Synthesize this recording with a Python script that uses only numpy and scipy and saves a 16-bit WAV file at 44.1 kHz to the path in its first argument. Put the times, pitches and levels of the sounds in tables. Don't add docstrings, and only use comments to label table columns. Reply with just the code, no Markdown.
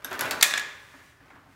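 import sys
import numpy as np
from scipy import signal
from scipy.fft import rfft, irfft
from scipy.io import wavfile

SR = 44100
rng = np.random.default_rng(int(sys.argv[2]) if len(sys.argv) > 2 else 0)


def generate_wav(sig):
    pcm = np.round(np.clip(np.atleast_2d(sig).T, -1, 1) * 32767).astype(np.int16)
    wavfile.write(sys.argv[1], SR, pcm)


N = 68355

# freq_hz, density_db
ROOM_TONE_COLOUR = [(20, -18), (45, -6), (80, -0.5), (130, -1.5), (200, -9.5), (500, -14.5), (1500, -14.5),
                    (3000, -23), (8000, -32), (16000, -35.5)]
# time_s, level_db
SLIDE_LEVEL = [(0, -57), (0.105, -45), (0.135, -40.5), (0.18, -43.5), (0.225, -33.5), (0.28, -35),
               (0.34, -51), (0.41, -39.5), (0.47, -46), (0.8, -60), (0.91, -62.5), (0.98, -60), (1.17, -70),
               (1.26, -61.5), (1.35, -61.5), (1.41, -66), (1.55, -72)]
# freq_hz, density_db
SLIDE_COLOUR = [(50, -16.5), (140, -7.5), (200, -13), (280, -6.5), (400, -1.5), (650, -3.5), (1000, -0.5),
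                (1520, -0.5), (2000, -2.5), (4000, -12.5), (8000, -21.5), (16000, -25)]
# time_s, level_db
WHISPER_LEVEL = [(0, -83), (0.68, -56), (0.8, -58), (0.98, -59), (1.1, -60.5), (1.16, -71), (1.45, -78),
                 (1.53, -64), (1.55, -72)]
# freq_hz, density_db
WHISPER_COLOUR = [(100, -24), (1400, -10), (1780, 6.5), (2200, -3.5), (4000, -9), (9000, -13.5),
                  (10500, -18), (12500, -18), (16000, -20)]
# pitch_hz, width_hz, gain_db
HOLLOW_NOTES = [(269.5, 30, 2.5), (624, 75, -1.5), (1487, 110, -0.5)]
# start_s, thud_db, click_db, ring_db, pitch_ratio, ring_length_ratio
FIGURE_KNOCKS = [(0.0461, -40, -44.5, -31.5, 1, 1), (0.1118, -46.5, -52, -65, .9, .5),
                 (0.115, -33, -52, -63, .9, .5), (0.1297, -40, -42, -52.5, 1.1, .5),
                 (0.141, -41.5, -49, -59.5, 0.85, .5), (0.1926, -34, -33, -38.5, 1.2, .3),
                 (0.2096, -35, -30.5, -29, .98, .25), (0.222, -35, -45.5, -50.5, .97, .5),
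                 (0.2563, -32.5, -43, -51.5, .85, .4), (0.31, -33, -26.5, -38, 0.72, .3),
                 (0.3205, -30.5, -41.5, -52, 0.76, .5), (0.33, -36, -44, -59.5, .9, .5),
                 (0.352, -39.5, -50.5, -62.5, .9, .5)]
# freq_hz, density_db, t60_s
BOARD_THUD = [(40, -21, .1), (130, -11.5, 0.26), (200.2, -12.5, 0.1196), (286, -5, 0.21), (430, -3, 0.16),
              (620, -0.5, 0.049), (1000, -5, 0.16), (1450, 3, .08), (2180, -5.5, 0.084), (4020, -13, .05),
              (8000, -34, 0.035), (16000, -48, .03)]
# freq_hz, density_db, t60_s
PLASTIC_CLICK = [(100, -18.5, 0.027), (1000, -6.5, 0.083), (3000, 0.5, 0.025), (4420, -3, 0.035),
                 (6000, -2, 0.045), (8026, -6.5, 0.022), (10500, -0.5, 0.0066), (13500, -10, .014),
                 (16020, -10, 0.027)]
# pitch_hz, level_db, t60_s
ROD_RING = [(1520, -13, .16), (1625, -11.5, 0.089), (3700, -6, 0.028), (5430, -12, 0.017), (6140, -7, .028),
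            (8550, -10.5, .016), (9610, -13.5, 0.02), (11570, -0.5, 0.03), (11800, -7.5, 0.0095)]
# freq_hz, density_db, t60_s
SOCKET_CHATTER = [(303.6, -11, .15), (2990, -0.5, .2), (6000, 3.5, .17), (11500, -7, .13),
                  (16000, -14.5, .1)]
# start_s, crack_db, tilt_db_per_octave, buzz_s, ring_db
PUCK_STRIKES = [(0.4103, -28.5, -1.5, 0.0044, -45.5), (0.4263, -13, 2, 0.0043, -22),
                (0.4291, -15.5, 1, 0.0028, -24.5), (0.5091, -32, -2.5, 0.0016, -43),
                (0.5384, -31.5, -5.5, 0.00097, -21), (0.5608, -38.5, -6, 0.00062, -52),
                (0.5724, -36.5, -8.5, 0.0043, -39), (0.5762, -32.5, -5, 0.00068, -39),
                (0.5786, -31, -2.5, 0.0022, -31), (0.5955, -37.5, -0.5, 0.0017, -65)]
# freq_hz, density_db
CRACK_COLOUR = [(40, -30.5), (120, -19), (500, -13.5), (800, -9.5), (1200, -1), (1500, -8), (2000, 3.5),
                (3500, -1), (5000, -1.5), (7500, -1), (9000, -6.5), (12000, -10), (14500, -12),
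                (16000, -14.5)]
# pitch_hz, level_db, t60_s
CAGE_RING = [(1688, -6, .24), (1764, -0.5, 0.062), (1853, -13.5, 0.21), (2140, -0.5, 0.0089),
             (2450, -6, .012), (2748, -8, .016), (3484, 0, 0.024), (3530, 2, 0.009), (5130, -21.5, 0.43)]
# pitch_hz, level_db, t60_s
POST_RING = [(4150, -4, 0.011), (4550, -1.5, 0.012)]
# start_s, level_db, tilt_db_per_octave
ROD_BUMPS = [(0.937, -49, 1), (1.2018, -55.5, -2), (1.209, -57.5, -11.5), (1.301, -49, 3),
             (1.331, -52.5, -7), (1.354, -49.5, -5), (1.461, -55.5, -10), (1.487, -56.5, -12)]
# freq_hz, density_db, t60_s
BUMP_THUD = [(40, -6, 0.12), (140, 1.5, 0.14), (187, -6.5, 0.098), (263, -3.5, 0.22), (378, -5, 0.12),
             (610, -1.5, 0.057), (1090, 7, 0.046), (1890, 0.5, 0.09), (2500, -10, 0.067),
             (4050, -18, 0.053), (16000, -45, .03)]
# freq_hz, level_db, t60_s
RINK_ECHOES = [(60, -7.5, 0.13), (700, -4.5, 0.02), (1730, -1, 0.14), (3500, -6.5, 0.11), (8000, -9, 0.06),
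               (16000, -9.5, 0.071)]
# freq_hz, level_db, t60_s
ROOM_TAIL = [(60, -10, 0.59), (250, 1, 0.88), (690, -1.5, 0.32), (1580, 0, 1), (2870, -8.5, 0.63),
             (6010, -6.5, 0.57), (10000, -11, 0.28), (16070, -12, 0.24)]

ROOM_TONE_DB = -61
SLIPS_PER_S, SLIP_SPREAD_DB = 5000, 4
CHATTER_DB = -12
GRAZE_S, GRAZE_DB = 0.4122, -28.5
CRACK_T60_S = 0.0087
BUMP_RISE_S = 0.0044
HIT_WINDOW_S, TILT_CORNER_HZ, RING_BASS_CUT_HZ = .01, 2200, 1250
RINK_DELAY_S, ROOM_DELAY_S = .004, .011
RING_ROOM_DB = -3
BASS_CUT_HZ, TREBLE_CUT_HZ, CEILING = 34, 15950, .85


def amp(db):
    return 10 ** (np.asarray(db) / 20)


def read(table, hz, column=1):
    table = np.array(table)
    return np.interp(np.log(hz + 1), np.log(table[:, 0]), table[:, column])


def level(curve):
    return amp(np.interp(np.arange(N) / SR, *np.transpose(curve)))


def unit_rms(x):
    return x / np.sqrt(np.mean(x ** 2) + 1e-20)


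def unit_hit(x):
    return x * np.sqrt(HIT_WINDOW_S * SR / (np.sum(x ** 2) + 1e-20))


def add(mix, start_s, sound):
    part = mix[max(round(start_s * SR), 0):][:len(sound)]
    part += sound[:len(part)]


def colour(x, table, tilt_db=0, size=2048):
    hz = abs(np.fft.fftfreq(size, 1 / SR))
    octaves = np.log2(np.hypot(1, hz / TILT_CORNER_HZ))
    log_gain = np.log(amp(read(table, hz) + tilt_db * octaves))
    taps = np.fft.ifft(np.exp(np.conj(signal.hilbert(log_gain)))).real
    return signal.fftconvolve(x, taps[:size // 2])[:len(x)]


def dense_ring(table, length, by_energy=False, bands=22):
    t, hz = np.arange(length) / SR, np.fft.rfftfreq(length, 1 / SR)
    centres = np.geomspace(40, 16000, bands)
    spectrum, out = rfft(rng.choice([-1., 1.], length)), np.zeros(length)
    for centre, pick in zip(centres, np.eye(bands)):
        band = irfft(spectrum * np.interp(hz, centres, pick), length)
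        fade = amp(-60 * t / read(table, centre, column=2))
        if by_energy:
            fade = fade / np.linalg.norm(fade)
        out += amp(read(table, centre)) * fade * band
    return out


def ring(modes, spread_db=1):
    t = np.arange(SR // 3) / SR
    sines = np.zeros(len(t))
    for hz, db, t60 in modes:
        gain = amp(db + spread_db * rng.standard_normal())
        sines += gain * amp(-60 * t / t60) * np.sin(2 * np.pi * hz * t)
    ring_cut = signal.butter(3, RING_BASS_CUT_HZ, "highpass", fs=SR, output="sos")
    return unit_hit(signal.sosfilt(ring_cut, sines))


def hollow(x):
    return x + sum(amp(db) * signal.lfilter(*signal.iirpeak(hz, hz / width, fs=SR), x)
                   for hz, width, db in HOLLOW_NOTES)


def room(x, wet_db=0):
    response = np.zeros(SR)
    response[0] = 1
    add(response, RINK_DELAY_S, amp(wet_db) * dense_ring(RINK_ECHOES, SR // 7, by_energy=True, bands=10))
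    add(response, ROOM_DELAY_S, amp(wet_db) * dense_ring(ROOM_TAIL, SR, by_energy=True, bands=10))
    return signal.fftconvolve(x, response)[:N]


def room_tone():
    return amp(ROOM_TONE_DB) * unit_rms(colour(rng.standard_normal(N), ROOM_TONE_COLOUR))


def sliding():
    slips = rng.standard_normal(N) * amp(SLIP_SPREAD_DB * np.minimum(rng.exponential(1, N), 3))
    slips *= rng.random(N) < SLIPS_PER_S / SR
    scrape = unit_rms(hollow(colour(slips, SLIDE_COLOUR)))
    whisper = unit_rms(colour(rng.standard_normal(N), WHISPER_COLOUR))
    return room(level(SLIDE_LEVEL) * scrape + level(WHISPER_LEVEL) * whisper)


def figure_knocks():
    knocks, rods = np.zeros((2, N))
    for start_s, thud_db, click_db, ring_db, pitch_ratio, length_ratio in FIGURE_KNOCKS:
        add(knocks, start_s, amp(thud_db) * unit_hit(hollow(dense_ring(BOARD_THUD, SR // 5))))
        add(knocks, start_s, amp(click_db) * unit_hit(dense_ring(PLASTIC_CLICK, SR // 10)))
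        modes = [(hz * pitch_ratio, db, t60 * length_ratio) for hz, db, t60 in ROD_RING]
        add(rods, start_s, amp(ring_db) * ring(modes))
        chatter = unit_hit(dense_ring(SOCKET_CHATTER, SR // 5))
        add(rods, start_s, length_ratio * amp(ring_db + CHATTER_DB) * chatter)
    return room(knocks) + room(rods, RING_ROOM_DB)


def puck_in_goal():
    cracks, cage = np.zeros((2, N))
    t = np.arange(SR // 20) / SR
    add(cage, GRAZE_S, amp(GRAZE_DB) * ring(POST_RING))
    for start_s, crack_db, tilt_db, buzz_s, ring_db in PUCK_STRIKES:
        fade = amp(-60 * np.maximum(t - buzz_s, 0) / CRACK_T60_S)
        buzz = fade * rng.choice([-1., 1.], len(t))
        crack = np.zeros(N)
        add(crack, start_s, amp(crack_db) * unit_hit(colour(buzz, CRACK_COLOUR, tilt_db)))
        add(cage, start_s, amp(ring_db) * ring(CAGE_RING))
        cracks += room(crack)
    return cracks + room(cage, RING_ROOM_DB)


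def rod_bumps():
    bumps = np.zeros(N)
    rise = np.minimum(np.arange(SR // 4) / SR / BUMP_RISE_S, 1)
    for start_s, level_db, tilt_db in ROD_BUMPS:
        tilted = [(hz, db + tilt_db * np.log2(1 + hz / 1000), t60) for hz, db, t60 in BUMP_THUD]
        thud = hollow(rise * dense_ring(tilted, len(rise)))
        add(bumps, start_s, amp(level_db) * unit_hit(thud))
    return room(bumps)


def scene():
    return (room_tone() + figure_knocks() + puck_in_goal() + rod_bumps() + sliding())[None]


def record(dry):
    bass_cut = signal.butter(2, BASS_CUT_HZ, "highpass", fs=SR, output="sos")
    treble_cut = signal.firwin(255, TREBLE_CUT_HZ, window=("kaiser", 8), fs=SR)
    clipped = np.clip(signal.sosfilt(bass_cut, dry), -CEILING, CEILING)
    return signal.oaconvolve(clipped, treble_cut[None], "same")


dry = scene()
out = record(dry)
generate_wav(out)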